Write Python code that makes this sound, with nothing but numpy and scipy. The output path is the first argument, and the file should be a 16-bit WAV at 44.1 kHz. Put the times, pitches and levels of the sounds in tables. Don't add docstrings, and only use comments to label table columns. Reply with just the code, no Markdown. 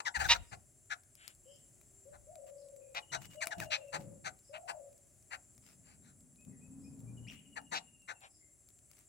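import sys
import numpy as np
from scipy import signal
from scipy.fft import rfft, irfft, next_fast_len
from scipy.io import wavfile
from scipy.ndimage import map_coordinates

SR = 44100
rng = np.random.default_rng(int(sys.argv[2]) if len(sys.argv) > 2 else 0)


def store_pcm(level_fs):
    pcm = np.round(np.clip(level_fs, -1, 1) * 32767).astype(np.int16)
    wavfile.write(sys.argv[1], SR, np.atleast_2d(pcm).T)


N = 400428

# t/s, length/s, mid-register level/dB, start f/Hz, roughness (0-1),
# low register/dB re mid, high register/dB re mid
CHUCKS = [(0, 0.011, -49, 847, 1, 3, -2), (.046, .055, -39, 1224, 0.45, -9, -6),
          (0.138, .049, -38, 1116, 0.35, -8, -9), (0.184, .062, -40, 1001, 0.7, -1, -7),
          (.234, .042, -40, 985, 0.37, -5.5, -8), (.334, 0.043, -47, 837, 0.65, -5.5, -6),
          (0.506, .055, -57, 913.5, 0.92, 2, -4.5), (0.893, .06, -42, 908.4, 0.82, -15.5, -10),
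          (2.117, .064, -71.5, 923, 0.93, 6.5, -8), (3.112, .067, -46, 1056, 0.83, 0, 0),
          (3.402, .055, -42, 1294, 0.44, -10, -3.5), (3.502, 0.044, -44.5, 1091, 0.42, -6.5, -9),
          (3.602, 0.046, -49, 1027, 0.19, -3, -11), (3.919, .066, -47.5, 993.4, 0.94, 3, -2.5),
          (4.237, .067, -47, 907, 0.89, -4, -4), (4.671, .055, -51, 1057, 0.89, 5.5, -1),
          (5.3, .072, -48.5, 1118, 0.85, -7.5, -10), (5.811, .18, -76, 954.4, 0.92, -3.5, 0),
          (6.002, .15, -78, 953, 0.88, -2.5, -1), (7.553, .047, -48, 1107, 0.68, -2.5, -10.5),
          (7.709, .055, -46, 1106, 0.71, 1, -3), (8.071, .066, -48, 1140, 0.84, -7, -11)]
# the columns of CHUCKS, then pan/dB
SQUAWKS = [(.283, .064, -31, 944, .55, -7.5, 3, .5), (1.15, .2, -66.5, 770, .85, -20, -9, 4.5),
           (2.943, .06, -44.5, 810, .92, -5.5, -6, 6), (3.701, .075, -39, 830, .8, -14.5, -3, 7),
           (4.526, .061, -53, 764, .85, -4.5, -18, 7), (7.734, .063, -46, 760, .9, -4, 1, 6),
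           (8.2, .09, -64, 780, .9, -1, -8, 5)]
# f/Hz, gain/dB
CHUCK_THROAT = [(250, -28), (480, -10), (750, -5), (1200, -5), (1750, 1), (2450, -1), (3200, -15),
                (4300, -3), (5350, -15), (6400, -6), (8500, -14), (11000, -27), (16000, -37)]
SQUAWK_THROAT = [(350, -30.5), (650, -8), (950, -3), (1500, -9), (2650, -0.5), (3300, -7.5), (4150, 0.5),
                 (5200, -7.5), (6300, -7.5), (8200, -21), (11000, -32.5), (16000, -34.5)]
# t/s, level/dB, relative treble/dB, pan/dB
TAPS = [(1.1533, -47.5, -11, 8), (1.279, -38, -7.5, 12), (1.8138, -46, -17.5, 10), (2.356, -43, -16.5, 11),
        (2.7639, -50.5, -14, 7), (2.9488, -30.5, -26.5, 5), (3.4579, -41, -10, 12),
        (3.471, -20.5, -15.5, 6), (3.4808, -40, -14, 4), (3.6022, -20.5, -22.5, 8), (4.9288, -52, -18, 4),
        (5.5794, -48, -14.5, 5.5), (8.6879, -49, -13, 10.5), (8.9142, -44.5, -14, 9), (8.99, -49, -14, 12)]
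# f/Hz, width/Hz (unused), level/dB
BEAK_MODES = [(1440, 420, -9), (2320, 310, -0.5), (3723, 410, -10.5), (6240, 440, -10.5)]
# t/s, length/s, level/dB
SCUFFS = [(0.162, .22, -51), (0.378, 0.1186, -73), (1.26, .066, -72), (2.46, .05, -68.5),
          (3.205, .066, -57), (3.297, 0.068, -62), (3.577, .09, -53.5), (3.963, .1, -67.5),
          (5.62, .14, -68.5), (7.283, 0.088, -65.5), (8.885, .18, -74)]
# f/Hz, level/dB
RUSTLE_SPECTRUM = [(300, -16), (800, -6.5), (1400, -5), (2300, -2.5), (4000, -10.5), (7000, -5.5),
                   (11000, -15.5), (16000, -10.5)]
# t/s, length/s, level/dB, spectral peak f/Hz
FLUTTERS = [(0.168, .28, -47, 66.5), (0.517, 0.081, -57, 95), (2.098, .24, -67.5, 65.3),
            (3.108, .28, -60, 138), (3.568, .11, -50.5, 119), (3.934, .26, -54.5, 165.6),
            (4.223, .13, -63, 143), (7.719, 0.067, -59, 190)]
# t/s, length/s, base f/Hz, lift of the opening crest/Hz, crest length/s, level/dB
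COOS = [(1.456, 0.068, 550, 25, .09, -65), (2.054, 0.08, 557, 45.8, 0.087, -61.5),
        (2.268, 0.72, 586.1, 130.5, .12, -58), (3.348, .83, 605, 114.5, .39, -55),
        (4.494, 0.4, 588, 129.5, 0.33, -56.5)]
# start t/s, end t/s, period/s, f/Hz, level/dB, pip length/s, end f over start f
TRILLS = [(3.02, 3.891, .071, 2993, -62.5, 0.029, .95), (6.378, 7.201, 0.23, 2465, -73.5, .06, 1.05),
          (7.169, 8.199, .07, 2986, -66.5, 0.03, .95)]
# t/s, length/s, top f/Hz, level/dB
SQUEAK = [(7.268, 0.059, 2850, -53)]
# t/s, length/s, start f/Hz, end f/Hz, level/dB
WHISTLES = [(1.444, 0.12, 2966, 3120, -69.5), (2.794, 0.095, 2460, 2450, -76), (6.49, .07, 2184, 1760, -76),
            (8.39, .04, 2120, 2040, -72.5)]
CHIRP_TIMES = [.44, 1.469, 2.56, 4.42, 5.62, 6.8, 8.291]
# t/s, length/s, top f/Hz, level/dB
HOOTS = [(1.88, 0.25, 395.4, -74), (6.45, .14, 265.4, -60.5), (6.68, 0.35, 273, -54.5),
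         (6.99, 0.3, 119.5, -52.5), (7.45, 0.219, 279.8, -61.5), (8.32, 0.18, 314, -77)]
# f/Hz, chirp rate/Hz, level/dB
CRICKETS = [(7420, 18, -76), (7550, 13, -75.5), (7240, 3.2, -79), (8000, 9, -80.5)]
# f/Hz, level/dB
CHORUS_SPECTRUM = [(5500, -30.5), (6700, -13.5), (7450, -6.5), (8100, -7), (8700, -8), (10000, 0.5),
                   (11000, -19.5), (12500, -32.5)]
# t/s, level/dB
RUMBLE_ENVELOPE = [(5.4, -88), (5.89, -63.5), (6.45, -65), (6.48, -52.5), (6.57, -58), (7.18, -50.5),
                   (7.44, -64), (7.55, -62.5), (8.2, -89.5)]
# f/Hz, level/dB
RUMBLE_SPECTRUM = [(18, -47), (30, -20), (81, -7), (109, -8.5), (144, -2), (260, -4), (344, -21.5),
                   (398, -19.5), (1500, -43), (1950, -53.5), (3300, -120)]
AIR_SPECTRUM = [(15, -42.5), (25, -4), (130, 2.5), (170, -8.5), (217, -8), (326, -10.5), (405, -9),
                (503, -26.5), (575, -9), (911, -26), (2110, -25), (3700, -32.5), (5300, -26), (7510, -10.5),
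                (8590, -19.5), (16000, -31.5)]
# f/Hz, T60/s
TERRACE_T60 = [(300, 0.32), (2000, 0.061), (10000, 0.099)]
GARDEN_T60 = [(150, 0.53), (600, 0.57), (2500, .5), (10000, 0.061)]


def babbler_calls(rows, throat, jitter, rasp_hz, breath, overtone_db, swell, lag_s_per_db=.00007):
    out = np.zeros((2, N))
    for s, length, db, start_hz, end_hz, rough, low_db, high_db, pan_db in rows:
        t = clock(length)
        n = len(t)
        glide = (end_hz / start_hz) ** (t / t[-1])
        phase = cycle(start_hz * glide * (1 + jitter * rough * wobble(n, 900)))
        tone = unit(sum(amp(overtone_db * max(k - 2, 0)) * np.cos(k * phase) for k in range(1, 13)))
        pulse_count = np.cumsum(rasp_hz * glide * np.exp(.35 * wobble(n, 500))) / SR
        pulses = np.diff(np.floor(pulse_count), prepend=0) * amp(2.3 * rng.standard_normal(n))
        rasp = unit(unit(pulses) + breath * rng.standard_normal(n))
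        source = (np.sqrt(1 - rough) * tone + np.sqrt(rough) * rasp) * arch(t, swell)
        gape = np.exp(0.097 * rng.standard_normal())
        voice = filtered(np.pad(source, (0, 256)), lambda hz: amp(along(throat, hz * gape)))
        low = amp(low_db) * register(voice, 1150, "low")
        middle = register(voice, [1200, 3000], "band")
        high = amp(high_db) * register(voice, 3200, "high")
        left, right = panned(amp(db) * (low + middle + high), pan_db)
        add(out[0], s, left)
        add(out[1], s + lag_s_per_db * pan_db, right)
    return out


def chucks(end_hz=664.5, pan_db=7):
    rows = [(s, length, db, hz, end_hz, *timbre, pan_db) for s, length, db, hz, *timbre in CHUCKS]
    return babbler_calls(rows, CHUCK_THROAT, jitter=.15, rasp_hz=416.1, breath=0.79,
                         overtone_db=-15, swell=1.9)


def squawks(rise=1.015):
    rows = [(s, length, db, hz, hz * rise, *rest) for s, length, db, hz, *rest in SQUAWKS]
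    return babbler_calls(rows, SQUAWK_THROAT, jitter=.06, rasp_hz=482.0, breath=0.36,
                         overtone_db=0.5, swell=1.4)


def taps(ring_db=-5, ring_t60=0.0092, tick_db=11.5, tick_t60=0.0057, lightness=.33):
    out, t = np.zeros((2, N)), clock(0.033)
    tick_spectrum = [(1000, -25), (3500, -3.0), (6500, 3.5), (16000, -1)]  # f/Hz, level/dB
    for s, db, treble_db, pan_db in list(TAPS) + pecks():
        ring = np.zeros(len(t))
        for hz, _, mode_db in BEAK_MODES:
            detuned_hz = hz * (1 + 0.018 * rng.standard_normal())
            ring += amp(mode_db - 60 * t / ring_t60) * np.sin(2 * np.pi * detuned_hz * t)
        ring *= amp(ring_db + lightness * min(db + 31.0, 0)) / np.abs(ring).max()
        tick = noise(len(t), tick_spectrum, coherence=1.0) * amp(-60 * t / tick_t60)
        add(out, s, panned(amp(db) * (ring + amp(tick_db + treble_db) * tick), pan_db))
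    return out


def pecks(per_s=4, db=-59, spread_db=3, treble_db=-11, pan_db=5):
    draws = rng.random((int(per_s * N / SR), 2))
    return [(when * N / SR, db + spread_db * (2 * force - 1), treble_db, pan_db) for when, force in draws]


def wings(beat_hz=21.74, grain_db=4.0, fade_db=9):
    out = np.zeros((2, N))
    for s, length, db in SCUFFS:
        t = clock(length)
        rustle = noise(len(t), RUSTLE_SPECTRUM, coherence=0.2) * amp(grain_db * wobble(len(t), 300))
        add(out, s, amp(db) * unit(rustle) * arch(t, 0.58))
    for s, length, db, hz in FLUTTERS:
        t = clock(length)
        spectrum = [(hz / 3, -18), (hz, 0), (hz * 1.2, -6), (hz * 4, -26), (hz * 30, -70)]
        gust = noise(len(t), spectrum, coherence=(hz / 180) ** 2)
        beats = amp(2.0 * np.sin(2 * np.pi * beat_hz * t) - fade_db * t / length)
        add(out, s, amp(db) * unit(gust * beats) * arch(t, 0.29))
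    return panned(out, 4.2)


def dove(scoop_hz=44.5, scoop_s=0.0303, sink_hz_per_s=80, fade_db_per_s=11):
    notes = []
    for s, length, hz, lift_hz, crest_s, db in COOS:
        t = clock(length)
        crest = np.abs(np.sin(np.pi * np.minimum(t / crest_s, 1))) ** 1.3
        pitch = hz + lift_hz * crest - scoop_hz * np.exp(-t / scoop_s) - sink_hz_per_s * t
        notes.append((s, pitch, db - fade_db_per_s * t))
    return cries(notes, overtone_db=-33.5, waver=0.0199, roll=0.86)


def cries(notes, overtone_db, waver, roll=0, roll_hz=36, roll_bend=0.0705):
    out = np.zeros(N)
    for s, hz, db in notes:
        t = np.arange(len(hz)) / SR
        depth = np.clip(roll * (t - .03) / .06, 0, 1) * (t[-1] > .2)
        pulse_position = cycle(roll_hz * (1 + 0.13 * wobble(len(t), 30.34))) / (2 * np.pi) % 1
        sag = roll_bend * depth * (3 * np.exp(-6 * pulse_position) - .3)
        phase = cycle(hz * (1 + waver * wobble(len(t), 79.38) + sag))
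        tone = unit(np.sin(phase) + amp(overtone_db) * np.sin(2 * phase))
        pulses = 1 - depth + depth * np.sqrt(2) * np.sin(np.pi * pulse_position)
        add(out, s, amp(db) * pulses * arch(t, 0.16) * tone)
    return out


def arched(table, bend, taper_db):
    for s, length, hz, db in table:
        edge = np.abs(np.linspace(-1, 1, len(clock(length)))) ** 3
        yield s, hz * (1 - bend * edge), db - taper_db * edge


def trills(sag=0.069, fade_db=-5.0):
    out = np.zeros(N)
    for first, last, period, hz, db, length, glide in TRILLS:
        for s in np.arange(first, last, period):
            decline = ((s - first) / (last - first)) ** 2
            pitch = hz * (1 - sag * decline)
            add(out, s, amp(db + fade_db * decline) * pip(length, pitch, pitch * glide, waver=.012))
    return out


def pip(length, start_hz, end_hz, waver):
    t = clock(length)
    pitch = np.linspace(start_hz, end_hz, len(t)) * (1 + waver * wobble(len(t), 700))
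    return unit(np.sin(cycle(pitch)) * arch(t, .7))


def squeak(flicker_db=7):
    tone = cries(arched(SQUEAK, bend=.38, taper_db=6), overtone_db=-12, waver=.012)
    return tone * unit(amp(flicker_db * wobble(N, 900)))


def whistles(chirp_s=.11, chirp_hz=5200, chirp_db=-74, flicker_db=5):
    out = np.zeros(N)
    tones = [(s, db, pip(length, start, end, waver=0.036)) for s, length, start, end, db in WHISTLES]
    tones += [(s, chirp_db, pip(chirp_s, chirp_hz, chirp_hz, waver=.06)) for s in CHIRP_TIMES]
    for s, db, tone in tones:
        add(out, s, amp(db) * unit(tone * amp(flicker_db * wobble(len(tone), 120))))
    return out


def hoots():
    return cries(arched(HOOTS, bend=0.051, taper_db=4), overtone_db=-28.5, waver=0.0073)


def insects(chorus_db=-72.0):
    crickets = np.zeros(N)
    for hz, rate, db in CRICKETS:
        chirps = np.maximum(np.sin(cycle(rate * (1 + 0.33 * wobble(N, 12)))) + 0.31, 0)
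        sway = amp(2.5 * wobble(N, 5))
        carrier = np.sin(cycle(hz * (1 + .007 * wobble(N, 400))))
        crickets += amp(db) * unit(chirps * sway * carrier)
    reflections = 0.47 * echo(crickets, GARDEN_T60)
    chorus = amp(chorus_db + 0.61 * wobble(N, 6.7)) * noise(N, CHORUS_SPECTRUM, coherence=0.64)
    return crickets + reflections + chorus


def background(air_db=-68, sway_db=1.2, rumble_db=-1.5):
    air = amp(air_db + sway_db * wobble(N, 1.706)) * noise(N, AIR_SPECTRUM, coherence=0.66)
    s, db = np.transpose(RUMBLE_ENVELOPE)
    swell = np.interp(np.arange(N) / SR, s, amp(db + rumble_db), left=0, right=0)
    return air + swell * noise(N, RUMBLE_SPECTRUM, coherence=0.73)


def echo(x, t60):
    hz, t, bands = signal.stft(rng.standard_normal((2, SR * 3 // 4)), SR, nperseg=256)
    tail = signal.istft(bands * amp(-60 * t / along(t60, hz)[:, None]), SR, nperseg=256)[1]
    return signal.fftconvolve(np.atleast_2d(x), tail / np.linalg.norm(tail[0]), axes=1)[:, :N]


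def amp(db):
    return 10 ** (np.asarray(db) / 20)


def unit(x):
    return x / np.sqrt(np.mean(x ** 2) + 1e-20)


def along(points, hz):
    f, values = np.transpose(points)
    return np.interp(np.log(hz + 1), np.log(f + 1), values)


def clock(length):
    return np.arange(max(int(length * SR), 64)) / SR


def wobble(n, rate):
    return map_coordinates(rng.standard_normal(int(n * rate / SR) + 4), [np.arange(n) * rate / SR])


def filtered(x, response):
    n = x.shape[-1]
    padded = next_fast_len(n + 2048)
    return irfft(rfft(x, padded) * response(np.fft.rfftfreq(padded, 1 / SR)), padded)[..., :n]


def register(voice, edges_hz, kind):
    return unit(signal.sosfilt(signal.butter(4, edges_hz, kind, fs=SR, output="sos"), voice))


def noise(n, spectrum, coherence):
    left, right, common = rng.standard_normal((3, n))
    shared = np.clip(coherence, 0, 1)
    white = np.sqrt(1 - shared) * np.array([left, right]) + np.sqrt(shared) * common
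    return unit(filtered(white, lambda hz: amp(along(spectrum, hz))))


def arch(t, power):
    return unit(np.abs(np.sin(np.pi * t / t[-1])) ** power)


def cycle(hz):
    return 2 * np.pi * np.cumsum(hz) / SR


def panned(x, pan_db):
    sides = amp([[pan_db / 2], [-pan_db / 2]])
    return x * sides / sides.mean()


def add(out, s, x):
    part = out[..., max(round(s * SR), 0):][..., :x.shape[-1]]
    part += x[..., :part.shape[-1]]


def scene():
    babblers = chucks() + squawks() + taps() + wings()
    songbirds = trills() + squeak()
    coos, hooting, whistling = dove(), hoots(), whistles()
    coos_stereo = np.array([coos, np.roll(coos, round(0.00041 * SR))])
    distant = amp(-1.5) * songbirds + amp(-7.5) * echo(songbirds, GARDEN_T60)
    distant += amp(-10) * whistling + amp(-5) * echo(whistling, GARDEN_T60)
    distant += amp(1.5) * coos_stereo + amp(-3) * echo(coos, GARDEN_T60)
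    distant += amp(-2.5) * hooting + amp(-10) * echo(hooting, GARDEN_T60)
    garden = panned(insects(), 2.2) + panned(background(), 2.5)
    near = babblers + amp(-9) * echo(babblers, TERRACE_T60) + amp(-32.5) * echo(babblers, GARDEN_T60)
    return near + panned(distant, 5.4) + garden


def record(dry):
    return filtered(dry, lambda hz: (hz < 16000) * amp(along([(22, -22.0), (33, -5.5), (42, 0)], hz)))


dry = scene()
out = record(dry)
store_pcm(out)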